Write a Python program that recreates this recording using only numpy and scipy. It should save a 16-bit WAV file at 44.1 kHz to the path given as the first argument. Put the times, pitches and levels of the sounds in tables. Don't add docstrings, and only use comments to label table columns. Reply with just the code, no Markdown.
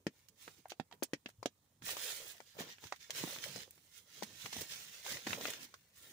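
import sys
import numpy as np
from scipy import signal
from scipy.fft import rfft, irfft, next_fast_len
from scipy.io import wavfile
from scipy.ndimage import uniform_filter1d, map_coordinates

SR = 44100
rng = np.random.default_rng(int(sys.argv[2]) if len(sys.argv) > 2 else 0)


def persist_wave(psi):
    counts = np.round(np.clip(psi, -1, 1) * 32767).astype(np.int16)
    wavfile.write(sys.argv[1], SR, np.atleast_2d(counts).T)


N = 269892
AGE = np.arange(4096) / SR

# (frequency [Hz], relative density [dB])
SWISH_SPECTRUM = [(300, -17.5), (800, -13), (1250, -5.5), (1800, 2), (2500, 0), (3500, 3.5), (4700, -0.5),
                  (6300, 1), (7400, -3), (8500, -23.5), (11000, -15.5), (16000, -28)]
SIZZLE_SPECTRUM = [(2000, -48), (5500, -4), (8000, 0), (10000, -0.5), (13000, -6.5), (16000, -7.5)]


def amp(db):
    return 10 ** (np.asarray(db) / 20)


def unit(x):
    return x / np.sqrt(np.mean(x ** 2) + 1e-20)


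def unit_energy(x):
    return unit(x) * np.sqrt(SR / 1000 / x.shape[-1])


def along(points, hz):
    freqs, values = np.transpose(points)
    return np.interp(np.log(hz + 1), np.log(freqs + 1), values)


def wobble(rate):
    knots = rng.standard_normal(int(N * rate / SR) + 4)
    return map_coordinates(knots, [np.arange(N) * rate / SR])


def filtered(x, response):
    n = x.shape[-1]
    size = next_fast_len(n + 4096)
    return irfft(rfft(x, size) * response(np.fft.rfftfreq(size, 1 / SR)), size)[..., :n]


def resonance(f, hz, q):
    return 1j * f * hz / q / (hz * hz - f * f + 1j * f * hz / q)


def pan(db):
    gains = amp(np.array([db, -db]).reshape(2, -1) / 2)
    return gains / np.sqrt(np.mean(gains ** 2, axis=0))


def add(track, start, sound):
    part = track[:, round(start * SR):][:, :sound.shape[-1]]
    part += sound[:, :part.shape[-1]]


def coloured(pair, spectrum, lean):
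    # (frequency [Hz], coherence [0..1])
    coherence = [(100, 0.94), (300, 0.95), (600, 0.63), (1200, 0.23), (2500, 0.056), (16000, 0)]
    # (frequency [Hz], left minus right [dB])
    left_shading = [(60, 1), (92, -9.5), (140, 2), (210, -7), (330, -8), (500, -0.5), (770, -4), (1170, 1.5),
                    (1790, 4), (2740, 0.5), (4190, -10), (6410, -11.5), (9810, -15.5), (15000, -4)]

    def mid_side_gains(hz):
        angle = np.arccos(np.clip(along(coherence, hz), -1, 1)) / 2
        return amp(along(spectrum, hz)) * [np.cos(angle), np.sin(angle)]

    mid, side = filtered(pair, mid_side_gains)
    return filtered(np.array([mid + side, mid - side]), lambda hz: pan(lean * along(left_shading, hz)))


def tent(x, wet_db, delay):
    # (frequency [Hz], t60 [s])
    decay_times = [(100, 0.089), (500, 0.041), (2000, 0.069), (7000, 0.07), (15000, 0.0086)]
    hz, t, bands = signal.stft(rng.standard_normal((2, SR // 8)), SR, nperseg=128)
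    decay = amp(-60 * t / along(decay_times, hz)[:, None])
    tail = signal.istft(bands * decay, SR, nperseg=128)[1]
    tail = coloured(tail, [(20, 0), (20000, 0)], lean=0)
    tail = np.pad(tail / np.linalg.norm(tail[0]), ((0, 0), (round(delay * SR), 0)))
    return x + amp(wet_db) * signal.fftconvolve(x, tail, axes=1)[:, :x.shape[-1]]


def gesture(start, attack, hold, release):
    release_db = 17.5
    age = np.arange(N) / SR - start
    gathering = np.clip(age / attack, 0, 1) ** 1.08
    slowing = np.maximum(age - attack - hold, 0) / release
    return gathering * amp(-np.minimum(release_db * slowing ** 0.97, 200))


def grains(rate, spread_db, life):
    onsets = rng.random(N) < rate / SR
    sizes = onsets * amp(spread_db * np.clip(rng.standard_normal(N), -2, 2))
    power = signal.lfilter([1], [1, -np.exp(-2 / (life * SR))], sizes ** 2)
    return unit(np.sqrt(power) * rng.standard_normal((2, N)))


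def folds(x, patchy_db):
    bands = signal.stft(x, nperseg=1024)[2]
    patches = uniform_filter1d(rng.standard_normal(bands.shape), size=4, axis=1)
    patches = uniform_filter1d(patches, size=7, axis=2)
    return signal.istft(bands * amp(patchy_db * unit(patches)), nperseg=1024)[1][:, :N]


def burst(spectrum, rise, t60, lean):
    envelope = (1 - np.exp(-AGE / rise)) * amp(-60 * AGE / t60)
    return unit_energy(coloured(envelope * rng.standard_normal((2, len(AGE))), spectrum, lean))


def background():
    # (frequency [Hz], relative density [dB])
    floor_spectrum = [(20, -28), (50, -2.5), (90, 12), (150, 3), (260, -3), (450, -29), (1000, -7.5),
                      (3000, -34), (7000, -16), (12000, -23), (16000, -38)]
    return amp(-77.5) * unit(coloured(rng.standard_normal((2, N)), floor_spectrum, lean=0.2))


def gear():
    # (time [s], level [dB], frequency [Hz], t60 [s])
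    nudges = [(0.911, -49.5, 967, 0.18), (1.382, -44.5, 108, 0.11), (4.227, -40, 205, 0.053)]
    out = np.zeros((2, N))
    for start, db, hz, t60 in nudges:
        envelope = (1 - np.exp(-AGE * hz / 2)) * amp(-60 * AGE / t60)
        ring = unit_energy(envelope * np.sin(2 * np.pi * hz * AGE))
        add(out, start, tent(pan(0) * amp(db) * ring, wet_db=-3, delay=0.003))
    return out


def bundle():
    # (time [s], attack [s], hold [s], release [s], relative flap level [dB], relative rub level [dB])
    shoves = [(0.445, 0.027, .01, 0.096, -67.5, -69.5), (0.565, 0.017, .01, .04, -69.5, -80),
              (0.915, .012, .01, 0.046, -72.5, -62), (1.81, 0.0096, .02, 0.046, -64, -74.5),
              (1.86, 0.011, 0.092, 0.17, -68.5, -56.5), (2.0, 0.046, 0.16, 0.21, -76.5, -60),
              (2.54, 0.068, .01, 0.048, -56, -49), (2.648, 0.028, 0.016, 0.038, -72, -59.5),
              (2.814, 0.028, 0.012, 0.021, -64, -62), (3.099, .14, 0.031, 0.25, -60, -53),
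              (3.416, 0.045, 0.021, 0.092, -63, -56.5), (3.545, 0.018, 0.011, 0.074, -63.5, -58),
              (4.104, 0.17, .01, 0.15, -66.5, -66.5), (4.414, 0.05, .005, 0.04, -63.5, -57.5),
              (4.511, 0.053, 0.059, 0.085, -60, -59), (4.685, 0.029, 0.059, 0.53, -71.5, -69),
              (5.038, 0.022, 0.11, 0.059, -68, -56), (5.247, 0.049, .2, 0.14, -56, -53.5),
              (5.603, .02, .02, 0.034, -66.5, -79), (5.965, 0.13, 0.018, .05, -73, -71)]
    # (frequency [Hz], relative density [dB])
    flap_spectrum = [(25, -52), (60, -15), (100, -4), (150, -1.5), (250, -7), (340, -9.5), (600, -27),
                     (2000, -50)]
    rub_spectrum = [(150, -29), (300, -8.5), (450, 2), (600, -1.5), (760, -6), (950, -6), (1300, -13.5),
                    (4000, -24.5)]
    flap_power, rub_power = amp(-87) ** 2, amp(-83.5) ** 2
    for start, attack, hold, release, flap_db, rub_db in shoves:
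        speed = gesture(start, attack, hold, release)
        flap_power += (amp(flap_db) * speed) ** 2
        rub_power += (amp(rub_db) * speed) ** 2
    flutter = folds(grains(rate=260, spread_db=1.5, life=0.01), patchy_db=4.5)
    flaps = unit(coloured(flutter, flap_spectrum, lean=0.41))
    friction = folds(grains(rate=500, spread_db=3.5, life=0.0041), patchy_db=3)
    rubs = unit(coloured(friction, rub_spectrum, lean=1))
    return amp(5.5) * np.sqrt(flap_power) * flaps + amp(1.14) * np.sqrt(rub_power) * rubs


def nylon():
    # (time [s], attack [s], hold [s], release [s],
    # relative level [dB], brightness [dB], left-right shift [dB])
    strokes = [(0.097, 0.077, 0.012, 0.16, -70, -3, 2.5), (0.351, 0.068, 0.044, 0.18, -60.5, -1.5, -1.5),
               (0.55, 0.035, 0.0092, 0.028, -71.5, -2, -13), (1.815, 0.013, .02, .05, -58.5, -4, -14),
               (1.834, 0.052, 0.027, 0.072, -41, 0, -0.5), (1.913, 0.12, 0.076, 0.22, -44, 0, -1),
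               (2.234, 0.043, 0.042, 0.03, -53, 0.5, -3.5), (2.445, 0.029, 0.074, .1, -63.5, -8, -1.5),
               (2.572, 0.028, 0.012, .07, -45, -10, 2.5), (2.652, 0.037, 0.034, 0.062, -52, -11, 1),
               (2.766, 0.039, 0.037, .05, -65, 0, 4), (2.807, .025, 0.034, 0.17, -58, -4.5, -2),
               (2.986, 0.027, 0.033, 0.15, -57.5, -8, -2.5), (3.12, 0.039, 0.066, 0.23, -43.5, -3, 1.5),
               (3.244, 0.055, 0.027, 0.24, -48.5, -2.5, -1.5), (3.405, .03, 0.013, 0.13, -47, -5, -4.5),
               (3.463, 0.042, .12, 0.046, -52, -6.5, -4.5), (3.667, 0.059, 0.31, .3, -71.5, 2, 0),
               (3.897, 0.074, 0.012, 0.05, -58, -2.5, -3.5), (4.041, 0.13, 0.071, .28, -56, -5, -2),
               (4.28, 0.16, .02, 0.14, -50, -4.5, -3.5), (4.507, 0.034, 0.023, 0.28, -46.5, -3.5, -0.5),
               (4.672, 0.038, 0.041, 0.38, -49, -3.5, -0.5), (4.9, 0.028, 0.25, .2, -57, -2, 0.5),
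               (5.018, 0.067, 0.04, 0.14, -43, -5.5, -0.5), (5.226, 0.089, 0.016, 0.084, -43.5, -5, -1.5),
               (5.359, 0.082, 0.041, 0.17, -44.5, -5, 1.5), (5.584, 0.033, 0.035, 0.016, -53.5, -1.5, 1),
               (5.64, .03, .08, 0.74, -71.5, 1, 7), (5.92, 0.077, 0.14, 0.09, -60, 1.5, 2.5)]
    swish_power, sizzle_power = amp(-82.5) ** 2, amp(-80) ** 2
    for start, attack, hold, release, db, bright_db, side_db in strokes:
        power = (pan(side_db) * amp(db) * gesture(start, attack, hold, release)) ** 2
        swish_power += power
        sizzle_power += power * amp(bright_db) ** 2
    flicker = amp(0.84 * wobble(rate=45))
    slips = grains(rate=4000, spread_db=3.5, life=0.0012)
    crinkles = amp(-19) * grains(rate=89, spread_db=6, life=0.0045)
    swish = unit(coloured(folds(slips + crinkles, patchy_db=3), SWISH_SPECTRUM, lean=0.68))
    fine_slips = grains(rate=4000, spread_db=3.5, life=0.001)
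    sizzle = unit(coloured(folds(fine_slips + crinkles, patchy_db=1), SIZZLE_SPECTRUM, lean=0.94))
    cloth = amp(-0.88) * np.sqrt(swish_power) * swish + amp(-3) * np.sqrt(sizzle_power) * sizzle
    return tent(flicker * cloth, wet_db=-11, delay=0.002)


def creases(body_db=-5.5, edge_db=-3):
    # (time [s], relative level [dB], time scale [s], brightness [dB], left-right shift [dB])
    flips = [(0.285, -48, 0.0027, -2.5, -5), (0.683, -57, 0.0018, 5, -1), (0.696, -41.5, 0.004, -5.5, -1),
             (0.7017, -34, 0.0045, -29, -22), (0.712, -47, 0.0023, -9, 2), (1.0317, -33.5, 0.0023, -2, -22),
             (1.0335, -37, 0.0017, 9, -14), (1.041, -41, 0.003, 3, 6), (1.284, -54, 0.0054, 2.5, -2),
             (1.3, -48.5, 0.0032, -11.5, 2), (2.38, -45, 0.0028, -21, 5), (2.596, -37.5, 0.0049, -1.5, -5),
             (2.842, -42, 0.0024, -15, -8), (2.869, -39, 0.0028, -25, -5), (2.878, -51, 0.003, -25, -4),
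             (2.96, -43, 0.0045, -8, 5), (3.105, -24.5, 0.003, -10.5, 0.5), (3.386, -33, 0.0018, -20, 4),
             (3.439, -26.5, 0.0026, -10, 5), (3.604, -33, 0.0023, -23, 7), (3.633, -39, 0.0011, -23, 2),
             (3.708, -53, 0.0012, 13.5, 8.5), (3.978, -51, 0.0017, 5, -5), (4.231, -28, 0.0042, -9, -5),
             (4.529, -29.5, 0.0037, -25, -2), (4.607, -31, 0.0068, 2, 3.5), (5.468, -31.5, 0.0034, -22, -4),
             (5.503, -31.5, 0.0018, 0, -0.5), (5.535, -30.5, 0.003, -16, 1), (5.63, -42, 0.0031, -6, -12)]
    out = np.zeros((2, N))
    for start, db, scale, bright_db, side_db in flips:
        body = burst(SWISH_SPECTRUM, rise=scale / 2, t60=scale * 5.6, lean=0.91)
        edge = burst(SIZZLE_SPECTRUM, rise=scale / 2, t60=scale * 11, lean=1.2)
        tick = amp(db + body_db) * body + amp(db + bright_db + edge_db) * edge
        add(out, start, tent(pan(side_db) * tick, wet_db=-9.5, delay=0.0036))
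    return out


def panel_mode(hz, q):
    return unit_energy(filtered(signal.unit_impulse(len(AGE)), lambda f: resonance(f, hz, q) ** 2))


def pops(trim_db=-1):
    # (time [s], swing level [dB], swing frequency [Hz], clap level [dB],
    # clap frequency [Hz], snap level [dB], snap frequency [Hz], crack level [dB], left-right shift [dB]);
    # clap, snap and crack are relative to trim_db
    pulls = [(0.0669, -22, 246, -45, 570, -31, 2250, -36.5, 1.5),
             (0.478, -43, 398, -69, 900, -39, 1590, -52, -3),
             (0.656, -72, 554, -38.5, 730, -49.5, 1445, -68, 1),
             (0.719, -41, 435, -38.5, 780, -38, 2720, -44.5, 2.5),
             (0.7981, -28.5, 210, -29.5, 790, -34.5, 2650, -45, -7),
             (0.9124, -64, 230, -49, 950, -53, 3110, -56, 0),
             (0.9244, -54, 533, -45.5, 790, -41.5, 3000, -55, -14),
             (1.0243, -24.5, 380, -41, 550, -64, 1920.0, -54, 26),
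             (1.0275, -31.5, 354, -38, 780, -33.5, 3370, -36, 3),
             (1.1335, -25.5, 268, -37.5, 546, -30, 2250, -35, 1),
             (1.2595, -37.5, 245, -51, 746, -32.5, 2960, -47, 3.5),
             (1.289, -59, 310, -53, 650, -51, 1660, -52, 4),
             (1.4286, -38.5, 480.0, -37.5, 1020, -46.5, 2120, -43, 10),
             (1.4577, -26, 292, -25.5, 640, -29.5, 2950, -29.5, -1.5),
             (1.8207, -49.5, 192, -71, 1170, -45, 2240, -57, -2),
             (1.891, -57, 480, -41, 750, -35, 2550, -47, -4),
             (1.968, -41.5, 487, -45, 1030, -36, 2730.0, -36, 4),
             (2.4031, -45, 500, -49, 885, -45, 1750, -48.5, 7),
             (2.588, -35.5, 470, -36.5, 580, -42.5, 2840.0, -55, -4),
             (2.606, -35.5, 192, -43, 770, -40, 2480, -55, -1),
             (2.783, -62, 400, -61, 950, -49.5, 2400, -64, -3),
             (2.839, -48, 312, -47, 950, -43, 3270.0, -49, 23),
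             (2.9229, -38.5, 520, -32.5, 855, -29, 1810, -37, -4.5),
             (3.097, -42, 553, -38, 620, -46.5, 1940.0, -54, 9),
             (3.238, -26.5, 230, -40, 970, -41, 2310.0, -43, -6.5),
             (3.275, -39, 230.0, -43.5, 770, -42, 2410.0, -55, 0),
             (3.362, -47, 397, -52, 1010, -38, 1890, -54, -4),
             (3.56, -37.5, 430, -61, 960, -42, 2760.0, -36, 19),
             (3.678, -51, 464, -57, 600, -69, 2440, -74, -6),
             (3.778, -62.5, 450, -74, 960, -57.5, 2000, -69, -1),
             (4.2238, -31.5, 436, -35, 920, -39, 1950, -40, 18),
             (4.4588, -48, 352, -45, 890, -33.5, 2320, -39, 8),
             (4.528, -47, 450, -44, 940, -38.5, 2250, -49.5, 19),
             (4.565, -39, 248, -44, 795, -41, 2790.0, -42, -3),
             (4.616, -40, 323, -43, 546, -43, 3300, -36, -2),
             (5.063, -59, 530, -40.5, 855, -38, 2730, -41, 4),
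             (5.17, -54, 420.0, -57, 1250.0, -38.5, 1920, -40, 17),
             (5.2674, -35, 264, -42, 1380, -30.5, 1900, -40, 2),
             (5.271, -33, 273, -37.5, 810, -31.5, 2180, -34, 0),
             (5.306, -46, 232, -54, 1265, -31.5, 1800.0, -51, -8),
             (5.3305, -37.5, 467, -58, 1260.0, -25, 2150, -45, 0.5),
             (5.41, -37, 454, -56, 726, -38, 2910, -37.5, -3),
             (5.454, -34.5, 480, -38.5, 1400, -28, 2440, -46, 3),
             (5.483, -38, 445, -43, 660, -37, 2730, -56, -2),
             (5.74, -55, 507, -48, 1280, -44, 1440, -45, 1)]
    # (frequency [Hz], relative density [dB])
    snap_spectrum = [(300, -27), (900, 17), (1500, 16.5), (3500, 10), (6000, -1.5), (16000, -38.5)]
    crack_spectrum = [(1500, -62), (3200, -3.5), (4500, 2.5), (6300, 2.5), (8000, -5.5), (13000, -19),
                      (16000, -25)]
    out = np.zeros((2, N))
    for start, swing_db, swing_hz, clap_db, clap_hz, snap_db, snap_hz, crack_db, side_db in pulls:
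        swing = amp(swing_db) * panel_mode(swing_hz, q=0.94)
        clap = amp(clap_db + trim_db) * panel_mode(clap_hz, q=2.55)
        crackle = burst(snap_spectrum, rise=0.00079, t60=0.017, lean=0.2)
        crackle = filtered(crackle, lambda f: resonance(f, snap_hz, q=1.62))
        snap = amp(snap_db + trim_db) * unit_energy(crackle)
        crack = amp(crack_db + trim_db) * burst(crack_spectrum, rise=0.0016, t60=0.023, lean=0.65)
        pop = pan(side_db) * (swing - clap + snap) + crack
        add(out, start, tent(pop, wet_db=-11.5, delay=0.0039))
    return out


def scene():
    return pops() + creases() + gear() + nylon() + bundle() + background()


def record(dry):
    # (frequency [Hz], gain [dB])
    port_response = [(20, -2.5), (13600, 0), (14400, 8.5), (15200, 13), (15550, 6.5), (15900, -14)]
    top_hz = 16100
    return filtered(dry, lambda hz: amp(along(port_response, hz)) * (hz < top_hz))


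dry = scene()
out = record(dry)
persist_wave(out)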